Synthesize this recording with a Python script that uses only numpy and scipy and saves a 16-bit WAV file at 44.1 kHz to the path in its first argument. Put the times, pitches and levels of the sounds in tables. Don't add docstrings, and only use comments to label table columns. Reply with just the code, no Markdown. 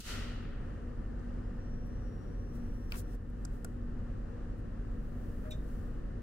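import sys
import numpy as np
from scipy import signal
from scipy.fft import rfft, irfft, next_fast_len
from scipy.io import wavfile
from scipy.ndimage import map_coordinates

SR = 44100
rng = np.random.default_rng(int(sys.argv[2]) if len(sys.argv) > 2 else 0)


def store_wav(level_fs):
    pcm = np.round(np.clip(np.atleast_2d(level_fs), -1, 1) * 32767)
    wavfile.write(sys.argv[1], SR, pcm.T.astype(np.int16))


N = 274302

# frequency_hz, relative_density_db
RUMBLE_SPECTRUM = [(10, -36), (20, 3.5), (42, 1), (56, -4.5), (72, -8.5), (86, -1), (112, -3), (135, -8.5),
                   (225, -8), (320, -14.5), (410, -18), (490, -16.5), (590, -22), (700, -67.5)]
AIR_SPECTRUM = [(550, 2.5), (715, 6.5), (830, 4), (1020, 3), (1100, 5), (1230, 2.5), (1830, -0.5),
                (2250, -12), (2850, -10), (3400, -16.5), (4700, -18), (8000, -23), (12000, -30),
                (13200, -60), (16000, -45)]
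# frequency_hz, side_minus_mid_db
ROOM_WIDTH = [(40, -17), (100, -30.5), (200, -7), (400, -7), (620, -2), (900, 4), (1130, 4), (1230, -9),
              (1800, -7), (2600, -2.5), (3500, 0.5), (6000, 0.3), (15000, 2)]
# frequency_hz, left_minus_right_db
ROOM_BALANCE = [(45, -1), (125, 0.5), (500, 2.5), (1000, 4), (2000, 0.5), (12000, 0.5)]
# multiple, level_db, left_minus_right_db
FAN_HARMONICS = [(1, -46, -0.5), (3, -63.5, -3.5), (5, -54, 2.5), (10, -71, 10), (15, -80.5, 10.5)]
# pitch_hz, level_db, left_minus_right_db
MACHINE_TONES = [(21.7, -47.5, 2), (37.9, -46.5, -.5), (81.75, -55, -0.5), (92.8, -54.5, 5),
                 (110.6, -61, -1.5), (291.3, -65.5, 2), (1797, -78, -3)]
# peak_s, rise_s, fall_s, level_db, centre_hz, spread_octaves
FRICTION_STROKES = [(1.868, .022, .025, -76, 12000, .9), (2.2, 0.45, 0.46, -86, 8000, 2.5),
                    (2.56, .025, 0.028, -68, 9500, 1.7), (2.75, 0.33, 0.4, -76.5, 10000, 1.6),
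                    (2.926, 0.024, 0.021, -60.5, 5000, 2.4), (2.949, 0.026, 0.022, -50.5, 1250, 0.85),
                    (2.987, 0.035, 0.024, -50.5, 10000, 1.4), (3.15, 0.065, 0.013, -67.5, 9000, 2.4),
                    (3.545, 0.025, 0.05, -71.5, 10000, 2.3), (3.6, 0.41, 0.2, -79, 8500, 1.2),
                    (4.59, .025, .02, -79, 10000, .6), (5.43, 0.45, 0.19, -72.5, 12500, 2.1),
                    (5.46, 0.028, 0.032, -58.5, 1360, 0.35), (5.51, 0.0032, .006, -56, 12000, .8),
                    (5.71, 0.12, 0.22, -70.5, 8000, 2.5)]
# pitch_hz, relative_db, t60_s
PLIER_MODES = [(2380, 3, .012), (2640, 2, .009), (4580, 1, .008), (4940, 1, .013), (5700, -9, .014),
               (6350, -3, .013), (7700, 2.5, .014), (8500, -3, .015), (9700, -3, .014), (10700, -2, .014),
               (12700, -3, .012), (14200, -4, .012), (15300, -6, .012)]
PLATE_MODES = [(656, 11.6, 0.028), (1216, 4.5, 0.03), (1420, 8.7, 0.034), (1730, 4, 0.017)]
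# start_s, level_db, centre_hz, spread_octaves, snap_gain_db,
# knock_gain_db, rebound_delay_s, rebound_gain_db
IMPACTS = [(.432, -69, 11500, .8, 0, -17, .003, -8), (1.195, -65, 5800, .55, 7, -20, .003, -8),
           (2.9215, -29, 3200, .66, -18, -23, .0035, -9), (2.9216, -40, 14500, .25, 6, -20, .002, -12),
           (3.301, -62, 10000, 1, 6, -20, .003, -6), (3.451, -35, 7000, .55, 0, -16, .0025, -11),
           (3.6465, -37.5, 7900, .85, 5, -10.5, .0024, -5)]
# pitch_hz, level_db, t60_s
PLATE_HUM_MODES = [(615, -42.5, 0.43)]
# multiple, level_db, jitter_fraction
SQUEAK_PARTIALS = [(2, -61, .08), (3, -50, .026), (4.42, -65.5, .035), (5.1, -66, .03), (6, -66, .03),
                   (6.85, -69, .04)]
# start_s, end_s, pitch_hz, midway_level_db, growth_db_per_s,
# left_minus_right_db, left_lead_turns, lead_swing_turns
CHARGER_TONES = [(1.26, 1.62, 5028, -88.5, 0, 1, .05, 0), (1.58, 3.17, 5597, -78, -1, 4, .49, .42),
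                 (1.62, 3.17, 11194, -84.5, 3.5, -.5, .69, 0)]
# frequency_hz, relative_density_db
ECHO_SPECTRUM = [(150, 11.5), (400, 7.5), (700, -2), (1100, -1), (1400, 3), (1650, -3.5), (1900, 2.5),
                 (2250, -4), (2950, 3.5), (3500, -1), (4300, 1.5), (7500, -2.5), (10000, -5.5),
                 (13000, -7.5), (16000, -13)]
# frequency_hz, t60_s
WORKSHOP_T60 = [(200, 0.4), (1500, 2), (3000, 1.33), (5000, 0.88), (8000, 0.67), (12000, 0.55),
                (16000, 0.53)]
# lowest_s, depth_db, sink_s, recover_s
LEVEL_DIPS = [(0.022, 16, 0.015, 0.046), (3.18, 4, 0.017, 0.2)]


def amp(db):
    return 10 ** (np.asarray(db) / 20)


def unit(x):
    return x / np.sqrt(np.mean(x ** 2) + 1e-20)


def along(points, hz):
    frequencies, values = np.transpose(points)
    return np.interp(np.log(hz + 1), np.log(frequencies + 1), values)


def clock():
    return np.arange(N) / SR


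def wobble(rate_hz):
    return map_coordinates(rng.standard_normal(int(N * rate_hz / SR) + 4), [clock() * rate_hz])


def bump(t, rise_s, fall_s):
    return np.exp(-np.minimum((t / np.where(t < 0, rise_s, fall_s)) ** 2, 20))


def filtered(x, response):
    n = x.shape[-1]
    padded = next_fast_len(n + SR // 5)
    return irfft(rfft(x, padded) * response(np.fft.rfftfreq(padded, 1 / SR)), padded)[..., :n]


def band(hz, centre_hz, octaves):
    return 1 / (1 + (np.log2((hz + 1) / centre_hz) / octaves) ** 2)


def pan(db):
    return amp(np.array([[.5], [-.5]]) * db)


def add(out, start_s, sound):
    part = out[:, max(round(start_s * SR), 0):][:, :sound.shape[1]]
    part += sound[:, :part.shape[1]]


def ring(modes, t):
    out = np.zeros((2, len(t)))
    for hz, db, t60 in modes:
        lead_turns = rng.choice([-1, 1]) * np.array([[0], [1 / 4]])
        out += amp(db - 60 * t / t60) * np.sin(2 * np.pi * (hz * t + rng.random() + lead_turns))
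    return out


def room_noise(spectrum):
    def mid_side_gains(hz):
        width = amp(along(ROOM_WIDTH, hz))
        return amp(along(spectrum, hz)) * np.array([np.ones_like(hz), width]) / np.hypot(1, width)
    mid, side = filtered(rng.standard_normal((2, N)), mid_side_gains)
    left_right = np.array([mid + side, mid - side])
    return unit(filtered(left_right, lambda hz: pan(along(ROOM_BALANCE, hz))))


def reflections(x, wet_db, t60):
    t = np.arange(SR // 2) / SR
    tail = rng.standard_normal((2, len(t))) * amp(-60 * t / t60)
    return x + amp(wet_db) * signal.fftconvolve(x, tail / np.linalg.norm(tail[0]), axes=1)[:, :N]


def fan_and_machines(rotation_hz=48.12, rumble_db=-42.5, air_db=-59.0, flutter_db=2):
    out = amp(rumble_db) * room_noise(RUMBLE_SPECTRUM)
    out += amp(air_db + 1.02 * wobble(6.1)) * room_noise(AIR_SPECTRUM)
    fan_tones = [(multiple * rotation_hz, db, lean_db) for multiple, db, lean_db in FAN_HARMONICS]
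    for hz, db, lean_db in fan_tones + MACHINE_TONES:
        drift_turns = (0.043 + .00025 * hz) * wobble(4)
        turns = hz * clock() + drift_turns + rng.random()
        out += pan(lean_db) * amp(db + flutter_db * wobble(5)) * np.sqrt(2) * np.sin(2 * np.pi * turns)
    return out


def rubbing(grain_db=1.0, uneven_db=0.7, lean_db=2):
    out = np.zeros((2, N))
    t = np.arange(2 * SR) / SR - 1
    for peak_s, rise_s, fall_s, db, centre_hz, octaves in FRICTION_STROKES:
        hiss = unit(filtered(rng.standard_normal((2, len(t))), lambda hz: band(hz, centre_hz, octaves)))
        add(out, peak_s - 1, amp(db) * hiss * bump(t, rise_s, fall_s))
    return pan(lean_db) * out * amp(grain_db * wobble(400) + uneven_db * wobble(19))


def impact(centre_hz, octaves, snap_db, knock_db, attack_s=.0002, crest_db=7):
    t = np.arange(SR // 5) / SR
    crack_t60, snap_t60, scatter_t60 = .004, .018, .1
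    decay = amp(8 - 60 * t / crack_t60) + amp(-60 * t / snap_t60) + amp(-22 - 60 * t / scatter_t60)
    ringing = (1 - np.exp(-t / attack_s)) * ring(PLIER_MODES, t)
    burst = amp(snap_db) * decay * rng.standard_normal((2, len(t)))
    click = filtered(ringing + burst, lambda hz: band(hz, centre_hz, octaves) ** 2)
    nominal_peak = amp(crest_db) * click[:, :SR // 500].std()
    return click / nominal_peak + amp(knock_db) * ring(PLATE_MODES, t) / 2


def plier_clicks(lean_db=-1.5):
    out = np.zeros((2, N))
    for start_s, db, centre_hz, octaves, snap_db, knock_db, rebound_s, rebound_db in IMPACTS:
        add(out, start_s, amp(db) * impact(centre_hz, octaves, snap_db, knock_db))
        rebound = impact(0.85 * centre_hz, 1.2 * octaves, snap_db, knock_db + 3)
        add(out, start_s + rebound_s, amp(db + rebound_db) * rebound)
    return pan(lean_db) * out


def plate_hum(start_s=5.44, swell_s=0.032):
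    t, out = np.arange(SR // 2) / SR, np.zeros((2, N))
    swell = 1 - np.exp(-t / swell_s)
    add(out, start_s, np.sqrt(2) * swell * ring(PLATE_HUM_MODES, t))
    return out


def wire_squeak(start_s=5.512, rise_s=.004, hold_s=.011, t60=.1, rough_db=2.5):
    start_hz, end_hz, glide_s = 1282, 1222, .005
    t, out = clock() - start_s, np.zeros((2, N))
    slowed = (1 + np.tanh((t - hold_s / 2) / glide_s)) / 2
    pitch_hz = start_hz + (end_hz - start_hz) * slowed
    attack = np.exp(-(np.minimum(t, 0) / rise_s) ** 2)
    release = amp(-60 * np.maximum(t - hold_s, 0) / t60)
    for multiple, db, jitter in SQUEAK_PARTIALS:
        turns = np.cumsum(multiple * pitch_hz * (1 + jitter * wobble(1200))) / SR + rng.random()
        lead_turns = rng.choice([-1, 1]) * np.array([[0], [1 / 5]])
        out += amp(db + rough_db * wobble(300)) * np.sqrt(2) * np.sin(2 * np.pi * (turns + lead_turns))
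    return attack * release * out


def charger_whine(waver_db=.5, flutter_db=1.5, switch_s=.03, swing_s=2.18):
    t, out = clock(), np.zeros((2, N))
    swing = bump(t - swing_s, rise_s=.15, fall_s=.15)
    for start_s, end_s, hz, db, growth_db_per_s, lean_db, lead_turns, swing_turns in CHARGER_TONES:
        running = np.clip(np.minimum(t - start_s, end_s - t) / switch_s, 0, 1)
        trend_db = db + growth_db_per_s * (t - (start_s + end_s) / 2)
        level_db = trend_db + waver_db * wobble(5.1) + flutter_db * wobble(50)
        turns = hz * t + np.array([[.5], [-.5]]) * (lead_turns + swing_turns * swing)
        out += pan(lean_db) * amp(level_db) * running * np.sqrt(2) * np.sin(2 * np.pi * turns)
    return out


def weld_echo(level_db=-35.0, build_cycles=42):
    hz, t, spectra = signal.stft(room_noise(ECHO_SPECTRUM), SR, nperseg=256)
    build = 1 - np.exp(-t * hz[:, None] / build_cycles)
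    decay = amp(-60 * t / along(WORKSHOP_T60, hz)[:, None])
    _, tail = signal.istft(spectra * build * decay, SR, nperseg=256)
    return amp(level_db) * tail[:, :N]


def scene():
    squeak = reflections(wire_squeak(), wet_db=-12.5, t60=.24)
    clicks = reflections(plier_clicks(), wet_db=-22.5, t60=0.45)
    return fan_and_machines() + weld_echo() + charger_whine() + rubbing() + plate_hum() + clicks + squeak


def record(dry):
    cutoff_hz = 15800
    dip_db = sum(depth_db * bump(clock() - lowest_s, sink_s, recover_s)
                 for lowest_s, depth_db, sink_s, recover_s in LEVEL_DIPS)
    return filtered(dry * amp(-dip_db), lambda hz: hz < cutoff_hz)


dry = scene()
out = record(dry)
store_wav(out)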